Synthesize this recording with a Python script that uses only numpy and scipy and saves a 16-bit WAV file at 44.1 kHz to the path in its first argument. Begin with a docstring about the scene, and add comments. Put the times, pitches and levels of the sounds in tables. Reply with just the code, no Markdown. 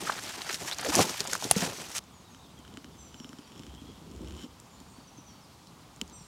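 """A heavy rucksack swings and drops into undergrowth: straps rub, cloth and leaves rustle as filtered grains
of noise, twigs snap as resonant bursts, the load thuds as decaying sines and a buckle clacks on a bottle.
After a hard cut at about 2 s a hand-held camera's grip ticks and creaks as struck modes, its body rumbles
and hums, and far birds sing as echoed gliding tones. The hush of the wood, shaped noise, lies under it all."""
import sys
import numpy as np
from scipy import signal
from scipy.fft import rfft, irfft, next_fast_len
from scipy.io import wavfile
from scipy.ndimage import uniform_filter1d

SR = 44100
rng = np.random.default_rng(int(sys.argv[2]) if len(sys.argv) > 2 else 0)


def wrap_up_sound(samples):
    """Save the sound to the file named by the first command line argument, as 16-bit audio."""
    columns = np.atleast_2d(samples).T
    # keep every value between -1 and 1, then stretch to whole-number steps
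    tamed = np.clip(columns, -1, 1)
    steps = np.round(tamed * 32767).astype(np.int16)
    wavfile.write(sys.argv[1], SR, steps)


N = 276507
CUT_S = 1.993  # the close scene of the pack ends here


def amp(db):
    """Decibel law: level to amplitude ratio."""
    return 10 ** (np.asarray(db) / 20)


def evened(x):
    """Power normalisation: scales a signal to rms 1."""
    return x / np.sqrt(np.mean(x ** 2) + 1e-20)


def smooth_noise(count, size):
    """Moving average: slow random fluctuation of rms 1."""
    return evened(uniform_filter1d(rng.standard_normal(count), size))


def coloured(x, points):
    """Spectral shaping: filters by a curve drawn on a log-frequency axis; rms 1."""
    size = next_fast_len(len(x))
    hz, db = np.transpose(points)
    bins_hz = np.fft.rfftfreq(size, 1 / SR)
    gain = amp(np.interp(np.log(bins_hz + 1), np.log(hz), db, left=-80, right=-80))
    return evened(irfft(rfft(x, size) * gain, size)[:len(x)])


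def columns(rows):
    """Linear interpolation: joins curve rows by straight lines, one value a sample."""
    s, *values = np.transpose(rows)
    return [np.interp(np.arange(N) / SR, s, v) for v in values]


def add(mix, s, sound):
    """Superposition: adds a sound to the mix from time s, cut at the end."""
    part = mix[round(s * SR):][:len(sound)]
    part += sound[:len(part)]


def ring(hz, t60, size=3000):
    """Damped oscillation: a sine that dies by 60 dB in t60 seconds, 2 ms at least."""
    t = np.arange(size) / SR
    return amp(-60 * t / max(t60, .002)) * np.sin(2 * np.pi * hz * t)


def band(x, hz, sharpness):
    """Resonance: a two-pole peak whose sharpness is its frequency over its width."""
    return signal.lfilter(*signal.iirpeak(hz, sharpness, SR), x)


def grains(per_s, spread_db, t60):
    """Shot noise: the level jumps with each small contact and dies away; a few contacts are large."""
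    sizes = amp(spread_db * np.minimum(rng.exponential(1, N), 4))
    jumps = sizes * (rng.random(N) < per_s / SR)
    level = signal.lfilter([1], [1, -amp(-60 / (t60 * SR))], jumps)
    return level * rng.standard_normal(N)


def patchy(x, depth_db, size):
    """Random modulation: patches of time and frequency swell and fade; rms about 1."""
    z = signal.stft(x, nperseg=256)[2]
    over_hz = uniform_filter1d(rng.standard_normal(z.shape), size, 0)
    patches = evened(uniform_filter1d(over_hz, size, 1))
    return evened(signal.istft(z * amp(depth_db * patches), nperseg=256)[1][:N])


def arch(start, length, first_hz, last_hz, db, edge_db):
    """Linear glide: pitch curve rows, with the level shifted by edge_db at both ends."""
    return [(start, first_hz, db + edge_db),
            (start + length / 2, (first_hz + last_hz) / 2, db),
            (start + length, last_hz, db + edge_db)]


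def glide(rows, blur):
    """Frequency modulation: a tone along a curve, its pitch shaken by the share blur."""
    s, hz, db = np.transpose(rows)
    t = np.arange(s[0], s[-1], 1 / SR)
    shaken_hz = np.interp(t, s, hz) * (1 + blur * smooth_noise(len(t), 60))
    tone = np.sin(2 * np.pi * np.cumsum(shaken_hz) / SR)
    level = np.sqrt(2) * amp(np.interp(t, s, db))  # the dB of a curve are rms
    return s[0], level * tone * signal.windows.tukey(len(t), .3)


def strike(modes, bright_db, noise, scatter_db):
    """Modal excitation: a brief contact rings an object to peak 1, and small parts rattle with it."""
    body = np.zeros(len(noise))
    for k, (hz, db, t60) in enumerate(modes):
        mode_db = db + bright_db * np.log2(hz / 3000)  # tilt in dB per octave
        body += (-1) ** k * amp(mode_db) * ring(hz, t60, size=len(noise))
    contact = .16 * noise[:70] * np.hanning(70)
    contact[20] += 1.5  # one sharp slip among the small ones
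    sound = np.convolve(contact, body)[:len(noise)]
    t = np.arange(len(noise)) / SR
    rattle = band(noise[::-1], 3500 * amp(bright_db / 2), 0.45)
    rattle *= np.minimum(t / 0.00081, 1) * amp(scatter_db - 60 * t / 0.018)
    return sound / abs(sound).max() + rattle


# spectrum of the hush: (frequency [Hz], relative density [dB per Hz])
HUSH_SPECTRUM = [(22, -15.5), (40, -8), (62, 2), (100, 0.5), (165, 2.5), (260, -2.5), (400, -8.5),
                 (600, -11), (900, -6.5), (1200, -9.5), (1700, -18.5), (3500, -17), (6500, -20),
                 (10000, -26), (16500, -34)]
HUSH_DB = -53.5  # rms


def hush():
    """Broadband ambient noise: far leaves, a distant road and the microphone's own hiss."""
    return amp(HUSH_DB) * patchy(coloured(rng.standard_normal(N), HUSH_SPECTRUM), 0.86, size=12)


# bird notes: (start [s], length [s], first pitch [Hz], last pitch [Hz], starting level [dB])
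BIRD_NOTES = [(2.12, .04, 3500, 3000, -67), (2.13, .09, 7030, 6390, -65), (2.294, 0.079, 6800, 5900, -64.5),
              (2.239, .03, 3700, 4000, -67), (2.265, .03, 3976, 3600, -64), (2.388, .035, 3600, 3950, -65),
              (2.421, 0.054, 3970, 3210, -62), (2.57, 0.052, 3300, 3050, -60),
              (2.98, 0.12, 7640, 7200, -58.5), (2.974, .13, 6230, 5780, -56), (3.12, .28, 7460, 6820, -62),
              (3.17, .1, 5900, 5150, -57), (3.44, .02, 4650, 4600, -65), (4.703, .08, 7160, 7030, -65),
              (4.77, .03, 3900, 4700, -65), (4.86, 0.105, 7250, 6700, -66), (4.892, .08, 8700, 7800, -67),
              (4.927, 0.093, 4500, 4546, -63), (5.07, .03, 6300, 5500, -58.5), (5.17, .04, 6400, 5620, -57),
              (5.259, 0.066, 6140, 5397, -58.5), (5.28, 0.2, 4483, 4490, -62.5),
              (5.28, .05, 3410, 3000, -65.5), (5.41, .05, 5500, 4760, -64), (6.117, .12, 6170, 5412, -55.5),
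              (6.117, .15, 7550, 7200, -57), (6.127, 0.13, 8500, 8050, -58)]
NOTE_FADE_DB_PER_S = -70
# one bird's steep falling chirp: (time from its start [s], pitch [Hz], mean level [dB])
FALLING_CHIRP = [(0, 5300, -76), (.022, 4340, -68), (.05, 3700, -71)]
CHIRP_START_S, CHIRP_EVERY_S = 5.515, .14
# blurred chatter: (start [s], length [s], first pitch [Hz], last pitch [Hz], mid level [dB])
FAR_CHATTER = [(2.45, .9, 3100, 3050, -72.5), (3.35, .7, 3250, 3400, -67.5), (3.3, .35, 5300, 5500, -70.5)]
WARBLE, SYLLABLE_S = .05, .04  # pitch wander as a share, drawn once a syllable


def birds():
    """Reverberation: fluttering near-sine notes are smeared by echoes among the trunks."""
    direct, chatter = np.zeros((2, N))
    for s, length, first_hz, last_hz, db in BIRD_NOTES:
        last_db = db + NOTE_FADE_DB_PER_S * length
        add(direct, *glide([(s, first_hz, db), (s + length, last_hz, last_db)], blur=.009))
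    for s in np.arange(CHIRP_START_S, N / SR, CHIRP_EVERY_S):
        level_shift_db = 1.5 * rng.standard_normal()
        add(direct, *glide(np.add(FALLING_CHIRP, [s, 0, level_shift_db]), blur=.02))
    for row in FAR_CHATTER:
        s, hz, db = np.transpose(arch(*row, edge_db=-4.5))
        t = np.arange(s[0], s[-1], SYLLABLE_S)
        wandering_hz = np.interp(t, s, hz) * (1 + WARBLE * rng.standard_normal(len(t)))
        add(chatter, *glide(np.transpose([t, wandering_hz, np.interp(t, s, db)]), blur=0.0252))
    direct += chatter * amp(3.5 * smooth_noise(N, 1200))  # the level flickers like short syllables
    t = np.arange(SR // 2) / SR
    tail = rng.standard_normal(len(t)) * amp(-60 * t / 0.646)
    return direct + amp(-2.5) * signal.oaconvolve(direct, tail / np.linalg.norm(tail))[:N]


# two squeezes of the hand on the camera: (time [s], rumble level [dB], body hum level [dB])
HAND_SQUEEZES = [
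    [(2.4, -68.5, -59.5), (2.9, -61.5, -58.5), (3.4, -67, -59), (3.62, -57, -53), (3.82, -53, -52),
     (3.95, -56, -53.5), (4.15, -50, -50), (4.31, -44, -44), (4.38, -44.5, -49.5), (4.45, -60, -47.5),
     (4.5, -55, -59), (4.58, -60, -71)],
    [(6, -55.5, -58), (6.02, -42, -40.5), (6.05, -47.5, -55), (6.2, -83, -75)],
]
# spectrum of the rumble: (frequency [Hz], relative density [dB per Hz])
RUMBLE_SPECTRUM = [(25, -23), (45, -15), (65, 9.5), (110, -3.5), (170, -22)]
# spectrum of the body hum: (frequency [Hz], relative density [dB per Hz])
HUM_SPECTRUM = [(90, -34), (150, -2.5), (250, -1), (350, -5), (550, -15.5), (900, -35)]


def hand():
    """Structure-borne sound: lumpy low noise from the hand, through the camera body."""
    rumble_db, hum_db = columns(sum(HAND_SQUEEZES, []))
    rumble = coloured(rng.standard_normal(N), RUMBLE_SPECTRUM)
    hum = coloured(grains(250, 3.0, 0.078), HUM_SPECTRUM)
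    t = np.arange(N) / SR
    holding = np.zeros(N)
    for rows in HAND_SQUEEZES:
        to_nearer_end_s = np.minimum(t - rows[0][0], rows[-1][0] - t)
        holding += np.clip(to_nearer_end_s * 30, 0, 1)
    return (amp(rumble_db) * rumble + amp(hum_db) * hum) * holding


# grip ticks: (time [s], tick level [dB], knock relative to it [dB], brightness [dB per octave])
GRIP_TICKS = [(2.0388, -44, -12, 9.5), (2.3469, -40, -4, -5), (2.59, -43, 0.5, 11),
              (2.6497, -39, -11.5, -8), (2.678, -39.5, -6, -2), (2.739, -42, -7, -1),
              (2.772, -28, -6.5, -4.5), (2.8438, -32.5, -6.5, -6), (3.1432, -34.5, -7, -3.5),
              (3.2, -32.5, -2.5, -2), (3.2447, -34, -3, -4), (3.2916, -35, -2.5, -3),
              (3.3303, -36.5, -2, -7), (3.3857, -37.5, 0.5, -3), (3.5191, -40.5, -4, -4),
              (3.5598, -41, -3, -9.5), (3.594, -35, -1, -2), (3.634, -38, -10, -4), (3.666, -38.5, -7, 1),
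              (3.7487, -39.5, -14, 2), (3.8147, -44.5, 10.5, -2), (4.308, -39, -1, -4),
              (4.4154, -40, -11, -2), (4.6, -36, -20, 18), (4.808, -49, 8.5, 2), (4.98, -50, 7.5, 0),
              (5.1807, -46, 7, 0), (5.671, -41.5, -15.5, 8), (5.9616, -41, -20, 17),
              (6.0137, -18, -14, 0.5), (6.0775, -41, -10, 9), (6.0975, -40.5, -18, 10)]
# modes of the plastic grip: (frequency [Hz], relative level [dB], decay by 60 dB [s])
GRIP_MODES = [(1390, -5, 0.0058), (3060, 1, 0.01), (3900, 1.5, 0.0027), (5450, -2, 0.0076),
              (7100, -1.5, 0.0064), (8600, -11.5, .005), (11300, -30, 0.00248)]
# knock of the camera body: (frequency [Hz], decay by 60 dB [s], delay after the tick [s])
BODY_KNOCK = (260, 0.045, 0.00454)
# faint ticks scattered between: (mean rate [per s], level [dB], brightness [dB per octave])
FAINT_GRIP_TICKS = (2.5, -42, 8)


def grip_ticks():
    """Impact excitation: single ticks ring the plastic grip; the camera body knocks just after."""
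    out = np.zeros(N)
    hz, knock_t60, delay = BODY_KNOCK
    for s, db, knock_db, bright_db in GRIP_TICKS:
        noise = rng.standard_normal(900)
        add(out, s, amp(db) * strike(GRIP_MODES, bright_db, noise, scatter_db=-14.0))
        add(out, s + delay, amp(db + knock_db) * ring(hz * (1 + 0.043 * noise[0]), knock_t60))
    per_s, db, bright_db = FAINT_GRIP_TICKS
    chosen = rng.random(N - round(CUT_S * SR)) < per_s / SR
    for s in CUT_S + np.flatnonzero(chosen) / SR:
        tick = strike(GRIP_MODES, bright_db, rng.standard_normal(900), scatter_db=-14.5)
        add(out, s, amp(db) * tick)
    return out


# quick slips of the grip: (time [s], reference level [dB], slip rate [per s])
GRIP_CREAK = [(3.35, -63.5, 30), (4.1, -67.5, 62), (4.24, -61.5, 79), (4.27, -57.5, 80), (4.37, -58, 81),
              (4.39, -58, 420), (4.445, -59, 400), (4.47, -64, 93)]


def creak():
    """Stick-slip friction: a run of quick slips rings the grip while skin slides between them."""
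    out = np.zeros(N)
    creak_db, per_s = columns(GRIP_CREAK)
    unsteady = abs(1 + .15 * smooth_noise(N, 500))
    at_sample = np.arange(N)
    active = (at_sample > GRIP_CREAK[0][0] * SR) & (at_sample < GRIP_CREAK[-1][0] * SR)
    slip_count = np.floor(np.cumsum(per_s * unsteady) / SR)
    for at in np.flatnonzero(np.diff(slip_count, prepend=0) * active):
        noise = rng.standard_normal(900)
        slip_db = creak_db[at] + 16 + 2.5 * noise[0]
        add(out, at / SR, amp(slip_db) * strike(GRIP_MODES, -1.5, noise, scatter_db=-12))
    response = sum(amp(db) * ring(hz, t60 / 2) for hz, db, t60 in GRIP_MODES[1:5])
    rasp = signal.oaconvolve(rng.standard_normal(N), response)[:N]
    return out + amp(creak_db - 4) * active * evened(rasp)


# short rubs of strap on cloth: (start [s], length [s], first pitch [Hz], last pitch [Hz],
# mid level [dB], unsteadiness [share of pitch])
STRAP_RUBS = [(0.065, .02, 1503, 1508, -31.5, .2), (.092, 0.013, 1400, 1430, -22, 0.18),
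              (0.713, 0.0291, 3300, 4600, -34.5, .05), (.842, 0.057, 601, 481, -31.5, 0.17),
              (0.883, 0.034, 330, 293, -30.5, 0.14), (0.913, 0.029, 592, 1287, -31.5, .15)]
RUB_EDGE_DB = -10  # ends of a rub under its middle


def rubs():
    """Stick-slip friction: webbing gives a rough, wandering tone."""
    out = np.zeros(N)
    for *row, blur in STRAP_RUBS:
        add(out, *glide(arch(*row, RUB_EDGE_DB), blur))
    return out * (1 + 0.42 * smooth_noise(N, 50))


# twigs and buckles: (time [s], peak level before the treble is softened [dB], centre [Hz])
TWIG_SNAPS = [(0.189, -23.5, 1890), (0.195, -26.5, 6000), (0.237, -28, 6380), (0.4183, -20.5, 3470),
              (0.4964, -21, 1980), (0.5435, -18, 4510), (0.713, -19.5, 3720), (0.745, -29, 5440),
              (0.785, -20.5, 6900), (0.812, -24, 7000), (0.847, -21.5, 2260), (0.953, -4.5, 6350),
              (0.96, -10, 6700), (0.993, -13, 850), (1.007, -18.5, 2120), (1.145, -28.5, 964),
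              (0.954, -17, 900), (1.2045, -12.5, 5000), (1.252, -26, 826), (1.274, -20.5, 6150),
              (1.331, -18.5, 1490), (1.333, -14.5, 6950), (1.352, -17.5, 1130), (1.424, -23, 885),
              (1.442, -17.5, 5700), (1.522, -19, 8350), (1.557, -26, 1997), (1.563, -19, 5470),
              (1.567, -19.5, 7000), (1.622, -25, 1470), (1.967, -17.5, 9820), (1.982, -19, 5500)]
SNAP_T60, SNAP_SHARPNESS = 0.016, 2.25  # tail [s], ring as frequency over width


def snaps():
    """Impulsive release: a sudden crack with a short noisy tail, coloured by the piece that broke or struck."""
    out, t = np.zeros(N), np.arange(3000) / SR
    decay = amp(-60 * t / 0.0031) + 0.16 * amp(-60 * t / SNAP_T60)
    for s, db, hz in TWIG_SNAPS:
        burst = rng.standard_normal(3000) * np.minimum(t / 0.00051, 1) * decay
        piece = band(band(burst, hz, SNAP_SHARPNESS), hz, .5)
        sound = piece + .12 * band(burst, 3600, 0.3)
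        add(out, s, amp(db) * sound / abs(sound).max())
    return signal.lfilter(*signal.butter(2, 11500, fs=SR), out)


# soft blows of the load: (time [s], level before decay [dB], frequency [Hz], decay by 60 dB [s])
LOAD_THUDS = [(0.497, -28, 384, 0.0345), (0.829, -26.5, 770, 0.024), (0.987, -20, 384, 0.094),
              (1.006, -17.5, 247, 0.037), (1.203, -29, 410.6, 0.048), (1.329, -33.5, 510, .037),
              (1.517, -24, 120.6, .036), (1.561, -21, 480, .04), (1.564, -18, 193, 0.085),
              (1.622, -23, 182, .07)]
THUD_RISE_S = .003


def thuds():
    """Damped oscillation: each soft blow of the load is a low sine that rises gently and dies."""
    out, t = np.zeros(N), np.arange(6000) / SR
    for s, db, hz, t60 in LOAD_THUDS:
        add(out, s, amp(db) * ring(hz, t60, size=6000) * np.minimum(t / THUD_RISE_S, 1))
    return out


# a hard buckle strikes the bottle: (time [s], level [dB])
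BUCKLE_CLACK = (1.5114, 1.1)
# modes of that blow: (frequency [Hz], relative level [dB], decay by 60 dB [s])
BUCKLE_MODES = [(750, -2, 0.013), (1480, -10, .005), (2500, -5.5, 0.0044), (4080, -8.5, 0.0051),
                (6100, -5.5, 0.005), (8400, -2.5, 0.0076), (9100, -3, .006), (10100, 1.5, 0.01)]


def clack():
    """Modal impact: the loudest knock, as the pack tips over."""
    out = np.zeros(N)
    s, db = BUCKLE_CLACK
    add(out, s, amp(db) * strike(BUCKLE_MODES, 0, rng.standard_normal(900), scatter_db=-7))
    return out


# spectrum of the leaves: (frequency [Hz], relative density [dB per Hz])
LEAF_SPECTRUM = [(1180, -7.5), (2000, -7.5), (3170, -5), (4150, -6.5), (5070, -5), (5390, -2), (7000, -4.5),
                 (14800, -19.5), (16000, -31.5)]
# spectrum of the cloth: (frequency [Hz], relative density [dB per Hz])
CLOTH_SPECTRUM = [(300, -25.5), (700, -2.5), (1200, -3.5), (2000, -5), (3200, -8.5), (5000, -7.5)]
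# spectrum of the load: (frequency [Hz], relative density [dB per Hz])
LOAD_SPECTRUM = [(45, -35), (80, -10), (130, -1), (250, -0.5), (450, -2), (800, -5.5), (1500, -17)]
# swishes of pack and boots through the plants: (peak time [s], time to die by 10 dB [s],
# leaves level [dB], cloth level [dB], load level [dB]); a negative time swaps rise and fall
PLANT_SWISHES = [(.02, 0.2, -41, -45.5, -44), (.075, .03, -38.5, -37, -46), (.125, 0.04, -41.5, -37.5, -40),
                 (.18, .02, -45, -41, -47), (.23, 0.11, -43.5, -47.5, -54),
                 (.31, 0.16, -43.5, -43.5, -51.5), (.41, .06, -44.5, -50, -53.5),
                 (.497, -0.03, -40, -36, -48), (.538, 0.03, -32, -59, -49.5), (.62, .06, -43, -47.5, -44),
                 (.68, 0.0343, -36.5, -39, -50), (.725, .02, -41, -43, -57),
                 (.797, 0.04, -40.5, -39.5, -46.5), (.815, 0.05, -47, -43.5, -46),
                 (.86, 0.04, -37.5, -38, -46), (.905, 0.0744, -35.5, -40.5, -41),
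                 (.95, 0.0551, -30, -35.5, -50), (1.0, 0.04, -23, -30.5, -22.5),
                 (1.1, 0.08, -36, -40.5, -36), (1.2, 0.1, -40, -44.5, -46), (1.32, .07, -37.5, -41, -42),
                 (1.445, 0.06, -36, -43, -38.5), (1.515, .03, -38, -45, -37), (1.574, .013, -37, -35, -30),
                 (1.595, .025, -37, -33, -34), (1.625, 0.07, -31.5, -35.5, -32),
                 (1.8, 0.12, -43, -49.5, -47), (1.9, .05, -47, -47.5, -50.5),
                 (1.969, 0.05, -35, -43, -48.5)]
RISE_SHARE = 0.79  # a swish rises in this share of the time it takes to die


def pack():
    """Friction noise: leaves fizz, cloth scrapes and the load grumbles; each swish swells and dies in all three."""
    peak, fall, *levels_db = np.transpose(PLANT_SWISHES)[:, :, None]
    t = np.arange(round(CUT_S * SR)) / SR
    shape_db = -10 * np.maximum((t - peak) / fall, (peak - t) / (RISE_SHARE * fall))
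    leaves = patchy(coloured(grains(1500, 1.17, 0.027), LEAF_SPECTRUM), 1.3, size=8)
    cloth = patchy(coloured(grains(600, 3.9, 0.021), CLOTH_SPECTRUM), 0.73, size=5)
    load = coloured(grains(164, 2.7, 0.081), LOAD_SPECTRUM)
    out = np.zeros(N)
    for layer, db in zip((leaves, cloth, load), levels_db):
        level = np.linalg.norm(amp(db + shape_db), axis=0)  # overlapping swishes add in power
        add(out, 0, level * layer[:len(t)])
    return out * np.clip((CUT_S - np.arange(N) / SR) * 400, 0, 1)


def scene():
    """Superposition: all sources summed into one channel."""
    background = hush() + birds()
    camera = hand() + grip_ticks() + creak()
    rucksack = rubs() + snaps() + thuds() + clack() + pack()
    return (background + camera + rucksack)[None]


OVERLOAD = .72  # peaks are rounded off toward this amplitude
EDGE_HZ = 16000


def record(dry):
    """Saturation: the microphone thins the lowest bass, the input rounds off peaks, then a band limit."""
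    thinned = signal.lfilter(*signal.butter(2, 45, "high", fs=SR), dry)
    rounded = thinned / (1 + (thinned / OVERLOAD) ** 4) ** (1 / 4)
    band_limit = signal.firwin(511, EDGE_HZ, window=("kaiser", 9), fs=SR)
    return signal.oaconvolve(rounded, band_limit[None], "same")


dry = scene()
out = record(dry)
wrap_up_sound(out)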